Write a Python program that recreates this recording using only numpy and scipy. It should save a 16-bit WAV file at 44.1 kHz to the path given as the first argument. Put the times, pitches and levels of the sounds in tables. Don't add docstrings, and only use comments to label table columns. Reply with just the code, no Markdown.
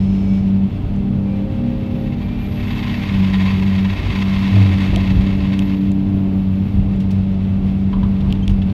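import sys
import numpy as np
from scipy import signal
from scipy.fft import rfft, irfft, next_fast_len
from scipy.io import wavfile
from scipy.ndimage import map_coordinates

SR = 44100
rng = np.random.default_rng(int(sys.argv[2]) if len(sys.argv) > 2 else 0)


def unload_wav(signal):
    wavfile.write(
        sys.argv[1],
        SR,
        np.round(np.clip(np.atleast_2d(signal).T, -1, 1) * 32767).astype(np.int16),
    )


N = 384993


def amp(db):
    return 10 ** (np.asarray(db) / 20)


def unit(x):
    return x / np.sqrt(np.mean(x ** 2) + 1e-20)


def curves(rows):
    s, *columns = np.transpose(rows)
    return [np.interp(np.arange(N) / SR, s, column) for column in columns]


def wobble(rate):
    knots = rng.standard_normal(4096)
    coarse = np.arange(0, N + 64, 64)
    values = map_coordinates(knots, [coarse * rate / SR], mode="wrap")
    return np.interp(np.arange(N), coarse, values)


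def filtered(x, response):
    m = next_fast_len(N + SR // 4)
    return irfft(rfft(x, m) * response(np.fft.rfftfreq(m, 1 / SR)), m)[:N]


def colour(points):
    f, db = np.transpose(points)
    return lambda hz: amp(np.interp(np.log(hz + 1), np.log(f), db))


def body(modes):
    def response(f):
        total = 0
        for k, (centre, width, db) in enumerate(modes):
            damping = 1j * f * width
            total = total + (-1) ** k * amp(db) * damping / (centre * centre - f * f + damping)
        return total
    return response


def noise(response):
    return unit(filtered(rng.standard_normal(N), response))


def tone(hz):
    return np.sqrt(2) * np.sin(2 * np.pi * (np.cumsum(hz) / SR + rng.random()))


def bursts(times, levels_db, attack, t60):
    out, t = np.zeros(N + 2 * SR), np.arange(SR) / SR
    shape = (1 - np.exp(-t / attack)) * np.exp(-np.log(1000) * t / t60)
    for s, db in zip(times, levels_db):
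        out[round(s * SR):][:len(t)] += amp(db) * shape / shape.max()
    return out[:N]


def swells(rows, attack_s, release_s):
    t = np.arange(N) / SR
    envelope = np.zeros(N)
    for start, length, db in rows:
        rise = np.sin(np.pi / 2 * np.clip((t - start) / attack_s, 0, 1)) ** 2
        fade = np.exp(-np.maximum(t - start - length, 0) / release_s)
        envelope += amp(db) * rise * fade
    return envelope


def lines(shaft_hz, orders, waver_db, waver_rate):
    return sum(amp(db + waver_db * wobble(waver_rate)) * tone(order * shaft_hz) for order, db in orders)


def machine_hiss(firing_hz, level_db, depth=0.043, ring_db=-5):
    # (frequency [Hz], level [dB per Hz])
    hiss_spectrum = [(500, -16), (1200, -2), (1700, -5), (2300, -1), (3200, -3), (3900, -7), (5000, -14.5),
                     (6300, -21.5), (7600, -26), (10400, -29.5), (11800, -26), (15500, -31)]
    # (centre [Hz], width [Hz], level [dB])
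    machine_modes = [(1590, 90, -2), (1865, 50, 0), (2100, 60, 0), (2250, 60, -1), (2645, 70, 4),
                     (3470, 200, -4)]
    ringing = noise(lambda hz: body(machine_modes)(hz) * colour(hiss_spectrum)(hz))
    rush = noise(colour(hiss_spectrum)) + amp(ring_db) * ringing
    pulsing = unit((1 + depth * tone(firing_hz)) * rush)
    return amp(level_db + 1.1 * wobble(25)) * pulsing


def cab(groan_db, groan_to_panels_db=-27, boom_follows=0.45, drone_follows=0.2):
    # (time [s], level [dB])
    jolts = [(.78, -24.5), (3.1, -25.5), (3.97, -21.5), (4.88, -19), (5.09, -17), (5.33, -23.5),
             (6.301, -36), (6.72, -17), (7.58, -24), (7.95, -21), (8.2, -17), (8.471, -19.5)]
    # (frequency [Hz], level [dB per Hz])
    shake_spectrum = [(14, -49), (22, -22), (32, -4.5), (45, 1.5), (62, -3), (90, -5), (140, -19),
                      (300, -50), (600, -100)]
    boom_spectrum = [(25, -32.5), (55, -13), (85, 4.5), (120, 0.5), (165, 1.5), (210, -3.5), (270, -10.5),
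                     (340, -18), (450, -23), (800, -69.5)]
    drone_spectrum = [(100, -1.5), (250, 17), (390, 10), (500, 5), (760, 3.5), (1000, -1), (1400, -9),
                      (2000, -18), (5000, -57)]
    shake_db, boom_db, drone_db = -28, -27, -36
    s, jolt_db = np.transpose(jolts)
    rocking = np.hypot(1, bursts(s, jolt_db - shake_db, attack=.05, t60=.75))
    shake = amp(shake_db) * rocking * noise(colour(shake_spectrum))
    boom = amp(boom_db) * rocking ** boom_follows * noise(colour(boom_spectrum))
    drone_level = amp(drone_db + 0.81 * wobble(5)) * rocking ** drone_follows
    drone_level = drone_level + amp(groan_db + groan_to_panels_db)
    return shake + boom + drone_level * noise(colour(drone_spectrum))


def drive(start, length, db, full_hz):
    spin_up_s, spin_up_share = .3, .075
    age = np.maximum(np.arange(N) / SR - start, 0)
    hz = full_hz * (1 - spin_up_share * np.exp(-(age / spin_up_s) ** 2))
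    level = swells([(start, length, db)], attack_s=0.71, release_s=.09)
    return level * amp(0.42 * wobble(27)) * tone(hz)


def hydraulics():
    # (start [s], length [s], level [dB], pitch at full speed [Hz])
    drives = [(0.848, 1.2, -38, 534), (5.852, .42, -41.5, 688), (7.798, 0.42, -44, 688)]
    # (start [s], length [s], level [dB], pitch [Hz])
    whistles = [(.15, 0.23, -50, 2284), (1.2, 0.15, -52, 2370), (2.115, 0.33, -50, 2375)]
    # (start [s], length [s], relative level [dB])
    lowering = [(-0.12, .5, -56)]
    # (start [s], length [s], level [dB])
    valve = [(1.75, 5, -71), (2.18, .05, -74), (2.37, .65, -63), (3.1, 2, -70.5), (5.57, 0.067, -62.5)]
    # (centre [Hz], width [Hz], level [dB])
    oil_modes = [(2270, 120, 0), (4200, 130, -3), (5060, 110, -4), (5260, 120, 0)]
    # (frequency [Hz], level [dB per Hz])
    oil_spectrum = [(1500, -16.5), (2300, 6.5), (3300, 4), (4200, -4), (4700, -2.5), (5250, -5.5),
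                    (5700, -3.5), (8000, -15.5), (15000, -25)]
    throttle_spectrum = [(8000, -43), (10800, -18.5), (11600, 5.5), (12400, 3), (13200, -7), (15500, -25.5)]

    whine = sum(drive(*row) for row in drives)
    whistle = np.zeros(N)
    for *row, hz in whistles:
        whistle += swells([row], attack_s=.12, release_s=.05) * tone(hz + 12 * wobble(120))
    rush = noise(body(oil_modes)) + amp(4.5) * noise(colour(oil_spectrum))
    oil = swells(lowering, attack_s=.05, release_s=0.082) * rush
    spurts = swells(valve, attack_s=.05, release_s=.08) * amp(1.5 * wobble(14))
    throttle = spurts * noise(colour(throttle_spectrum))
    return whine + amp(2.1 * wobble(40)) * whistle + oil + throttle


def rattles():
    # (time [s], rattle level [dB], relative level of the high scrape [dB])
    loose_fittings = [(7, -41.5, -48), (7.106, -44, -44.5), (7.927, -38, -73), (8.029, -40.5, -59),
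                      (8.204, -40.5, -54.5), (8.3, -40.5, -60), (8.35, -42.5, -60), (8.493, -39, -46.5),
                      (8.617, -38.5, -57.5), (8.694, -44, -63)]
    # (time [s], level [dB])
    knocks = [(7.928, -33.5), (8.029, -35.5), (8.248, -41.5), (8.663, -41)]
    # (start [s], length [s], level [dB])
    squeaks = [(8.424, .016, -40.5)]
    # (centre [Hz], width [Hz], level [dB])
    panel_modes = [(985, 60, 6.5), (1214, 110, -2), (1554, 110, -10)]
    # (frequency [Hz], level [dB per Hz])
    fittings_spectrum = [(500, -18.5), (2000, -3.5), (3200, 3.5), (4500, -9), (7000, -39), (15000, -46.5)]
    scrape_spectrum = [(1500, -13), (5500, 2.5), (8000, -7.5), (12000, -10.5), (15500, -12)]

    s, rattle_db, scrape_db = np.transpose(loose_fittings)
    chatter = bursts(s, rattle_db, attack=0.0025, t60=0.075) * noise(colour(fittings_spectrum))
    scrape = bursts(s, scrape_db, attack=.003, t60=.09) * noise(colour(scrape_spectrum))
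    panel = noise(lambda hz: body(panel_modes)(hz) * colour([(1600, 0), (6000, -24)])(hz))
    knock = bursts(*np.transpose(knocks), attack=0.0015, t60=0.24) * panel
    squeak_hz = 3120 + 50 * wobble(300)
    squeak_tone = tone(squeak_hz) + amp(-19.0) * tone(2 * squeak_hz)
    squeak = swells(squeaks, attack_s=.006, release_s=0.0088) * squeak_tone
    return chatter + knock + amp(-2.5) * scrape + squeak


def ticks(cycles=15, snap_t60=0.0046, snap=0.5):
    # (time [s], level before the filter [dB], ring [Hz])
    contacts = [(0.964, -41, 7300), (1.563, -48, 7600), (1.864, -43, 7500), (2.465, -43, 7500),
                (2.55, -37.5, 7500), (4.961, -9, 3200), (5.5926, -13.5, 3080), (5.918, -26.5, 7040),
                (6.964, -42, 7500), (8.3258, -11.5, 3080), (8.4797, -13.5, 3380)]
    out, t = np.zeros(N + SR), np.arange(SR // 20) / SR
    for s, db, hz in contacts:
        ring = np.sin(2 * np.pi * hz * t) * np.exp(-np.log(1000) * t * hz / cycles)
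        crack = snap * rng.standard_normal(len(t)) * np.exp(-np.log(1000) * t / snap_t60)
        out[round(s * SR):][:len(t)] += amp(db) * (ring + crack)
    return filtered(out, colour([(1000, -24), (2500, 0), (7500, -3), (11000, -11), (15000, -19)]))


def splinters(per_s, spread_db):
    struck = rng.random(N) < per_s / SR
    cracks = struck * rng.standard_normal(N) * amp(spread_db * rng.standard_normal(N))
    return unit(unit(cracks) + rng.standard_normal(N))


def chopping(bite_db):
    # (time [s], relative peak level [dB])
    chops = [(2.12, -26), (2.208, -29.5), (2.624, -25), (2.705, -21.5), (2.825, -19.5), (2.891, -22),
             (3.085, -20), (3.334, -18), (3.399, -17), (3.459, -17.5), (3.494, -22), (3.889, -26.5),
             (4.118, -19), (4.15, -20.5), (4.801, -20), (4.847, -30.5), (5.263, -22), (5.526, -24.5)]
    twigs_per_s, twig_db, twig_spread_db = 10, 2.5, 5.5
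    count = int(twigs_per_s * N / SR)
    chance = rng.random((count, 2))
    at = (chance[:, 0] * N).astype(int)
    twig_levels = bite_db[at] + twig_db + twig_spread_db * (2 * chance[:, 1] - 1)
    twigs = np.column_stack([at / SR, twig_levels])
    return bursts(*np.vstack([chops, twigs]).T, attack=0.004, t60=0.098)


def mulcher(bite_db, groan_hz, groan_db, ragged_db=2, ring_db=0.5):
    # (frequency [Hz], level [dB per Hz])
    wood_spectrum = [(250, -30), (600, 0), (1000, 1.5), (1450, -3.5), (2000, 1), (2700, -1), (3700, -3),
                     (4400, -9), (5500, -15), (7500, -26.5), (10500, -30), (14000, -46), (16000, -32.5)]
    # (centre [Hz], width [Hz], level [dB])
    head_modes = [(1018, 70, 0), (1876, 60, -1), (2105, 60, 0), (2215, 60, -1), (2355, 70, -4),
                  (2642, 60, 3), (2920, 60, -5), (3250, 250, -6), (3800, 160, -5), (4560, 160, -3),
                  (6690, 140, -3)]
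    # (time [s], level [dB])
    heavy_knocks = [(4.56, -28), (4.61, -33), (4.85, -32), (4.925, -25), (4.965, -29.5), (5.04, -36)]
    # (centre [Hz], width [Hz], level [dB])
    thud_modes = [(145, 50, 2.5), (340, 61, 5.5), (510, 80, -2), (690, 110, 0)]

    flow = amp(bite_db) * unit(amp(ragged_db * wobble(75) + 0.83 * wobble(36)))
    chops = chopping(bite_db)
    wood = unit(filtered(splinters(per_s=1500, spread_db=-0.5), colour(wood_spectrum)))
    steel_response = lambda hz: body(head_modes)(hz) * colour(wood_spectrum)(hz)
    steel = unit(filtered(splinters(per_s=1200, spread_db=4.5), steel_response))
    shredding = (flow + amp(-20.0) * chops) * wood + (amp(ring_db) * flow + amp(-12) * chops) * steel
    thud_noise = noise(lambda hz: body(thud_modes)(hz) * colour([(700, 0), (3000, -30)])(hz))
    thuds = bursts(*np.transpose(heavy_knocks), attack=0.0064, t60=0.14) * thud_noise
    return amp(-3.5) * shredding + thuds + amp(groan_db - 1.5) * tone(groan_hz)


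def engine(firing_hz, uneven_db=1.35, jitter_hz=0.63):
    # (start [s], length [s], level [dB])
    pulls = [(-.2, 0.86, -16), (.83, 0.61, -19.5), (1.48, 1.74, -27), (3.08, .8, -16), (4.08, 2.55, -17.5),
             (6.68, 2.52, -18)]
    # (start [s], length [s], level [dB])
    arm_swells = [(.8, 0.94, -41.5), (4.3, 1.5, -35), (5.4, 0.77, -30.5)]
    # (multiple of the crankshaft speed, level [dB])
    crank_orders = [(4.5, -35), (8, -50.5), (12, -44.5), (13, -49), (14.2, -51.5), (18, -48.5), (21, -54),
                    (28, -61.5)]
    # (multiple of the crankshaft speed, relative level [dB])
    pump_orders = [(1, -10.5), (4, 0.5), (7.15, 3.5), (8, -19.5), (12, -14.5), (14.2, -19.5),
                   (20.55, -26.5), (24, -18.5)]
    free_hz, loaded_hz = 99.8, 95.2
    first_free_db, first_loaded_db, third_db = -29.5, -21, -36.5
    pump_free_db, pump_loaded_db = -31.5, -47.5

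    load = np.clip((free_hz - firing_hz) / (free_hz - loaded_hz), 0, 1)
    first = amp(first_free_db + (first_loaded_db - first_free_db) * load)
    second = swells(pulls, attack_s=0.13, release_s=0.047)
    third = amp(third_db) + swells(arm_swells, attack_s=0.39, release_s=.25)
    running_hz = firing_hz + jitter_hz * wobble(30)
    boom = np.zeros(N)
    for k, strength in enumerate((first, second, third), 1):
        boom += strength * amp(uneven_db * wobble(28)) * tone(k * running_hz)
    crank_hz = firing_hz / 3
    pump_db = pump_free_db + (pump_loaded_db - pump_free_db) * load ** 2
    pump = amp(pump_db) * lines(crank_hz, pump_orders, waver_db=2.33, waver_rate=8.4)
    return boom + pump + lines(crank_hz, crank_orders, waver_db=2.36, waver_rate=7)


def scene(hiss_per_bite_db=-9):
    # (time [s], firing rate [Hz])
    firing = [(0, 95.9), (.45, 97.4), (.65, 96.9), (.9, 98.1), (1.35, 98.5), (1.75, 99.7), (2.98, 98.9),
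              (3.22, 95.3), (3.8, 96), (4.15, 97.6), (5.1, 95.7), (6.05, 97.1), (6.52, 95.3), (6.75, 97.4),
              (7.05, 96.1), (7.6, 96), (7.9, 96.9), (8.73, 96.5)]
    # (time [s], relative level [dB])
    bite = [(1.3, -66), (1.7, -50.5), (2.45, -46), (2.65, -37), (3.05, -34), (3.85, -35), (4.55, -31),
            (5.1, -35), (5.7, -41), (6.05, -54.5)]
    # (time [s], pitch [Hz], relative level [dB])
    groan = [(4.35, 102, -70), (4.47, 101.6, -20.5), (4.56, 102.5, -9.5), (4.62, 101.3, -6.3),
             (4.69, 94, -10.5), (4.76, 94, -18), (4.9, 94.7, -70)]
    firing_hz, = curves(firing)
    bite_db, = curves(bite)
    groan_hz, groan_db = curves(groan)
    steady_hiss_db = -48
    hiss_db = 20 * np.log10(np.hypot(amp(steady_hiss_db), amp(bite_db + hiss_per_bite_db)))
    background = machine_hiss(firing_hz, hiss_db) + cab(groan_db) + hydraulics()
    close_by = rattles() + ticks()
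    return (background + close_by + mulcher(bite_db, groan_hz, groan_db) + engine(firing_hz))[None]


def record(dry):
    top_hz = 15680
    ends = signal.windows.tukey(N, .001)
    return filtered(dry[0] * ends, lambda hz: hz < top_hz)[None]


dry = scene()
out = record(dry)
unload_wav(out)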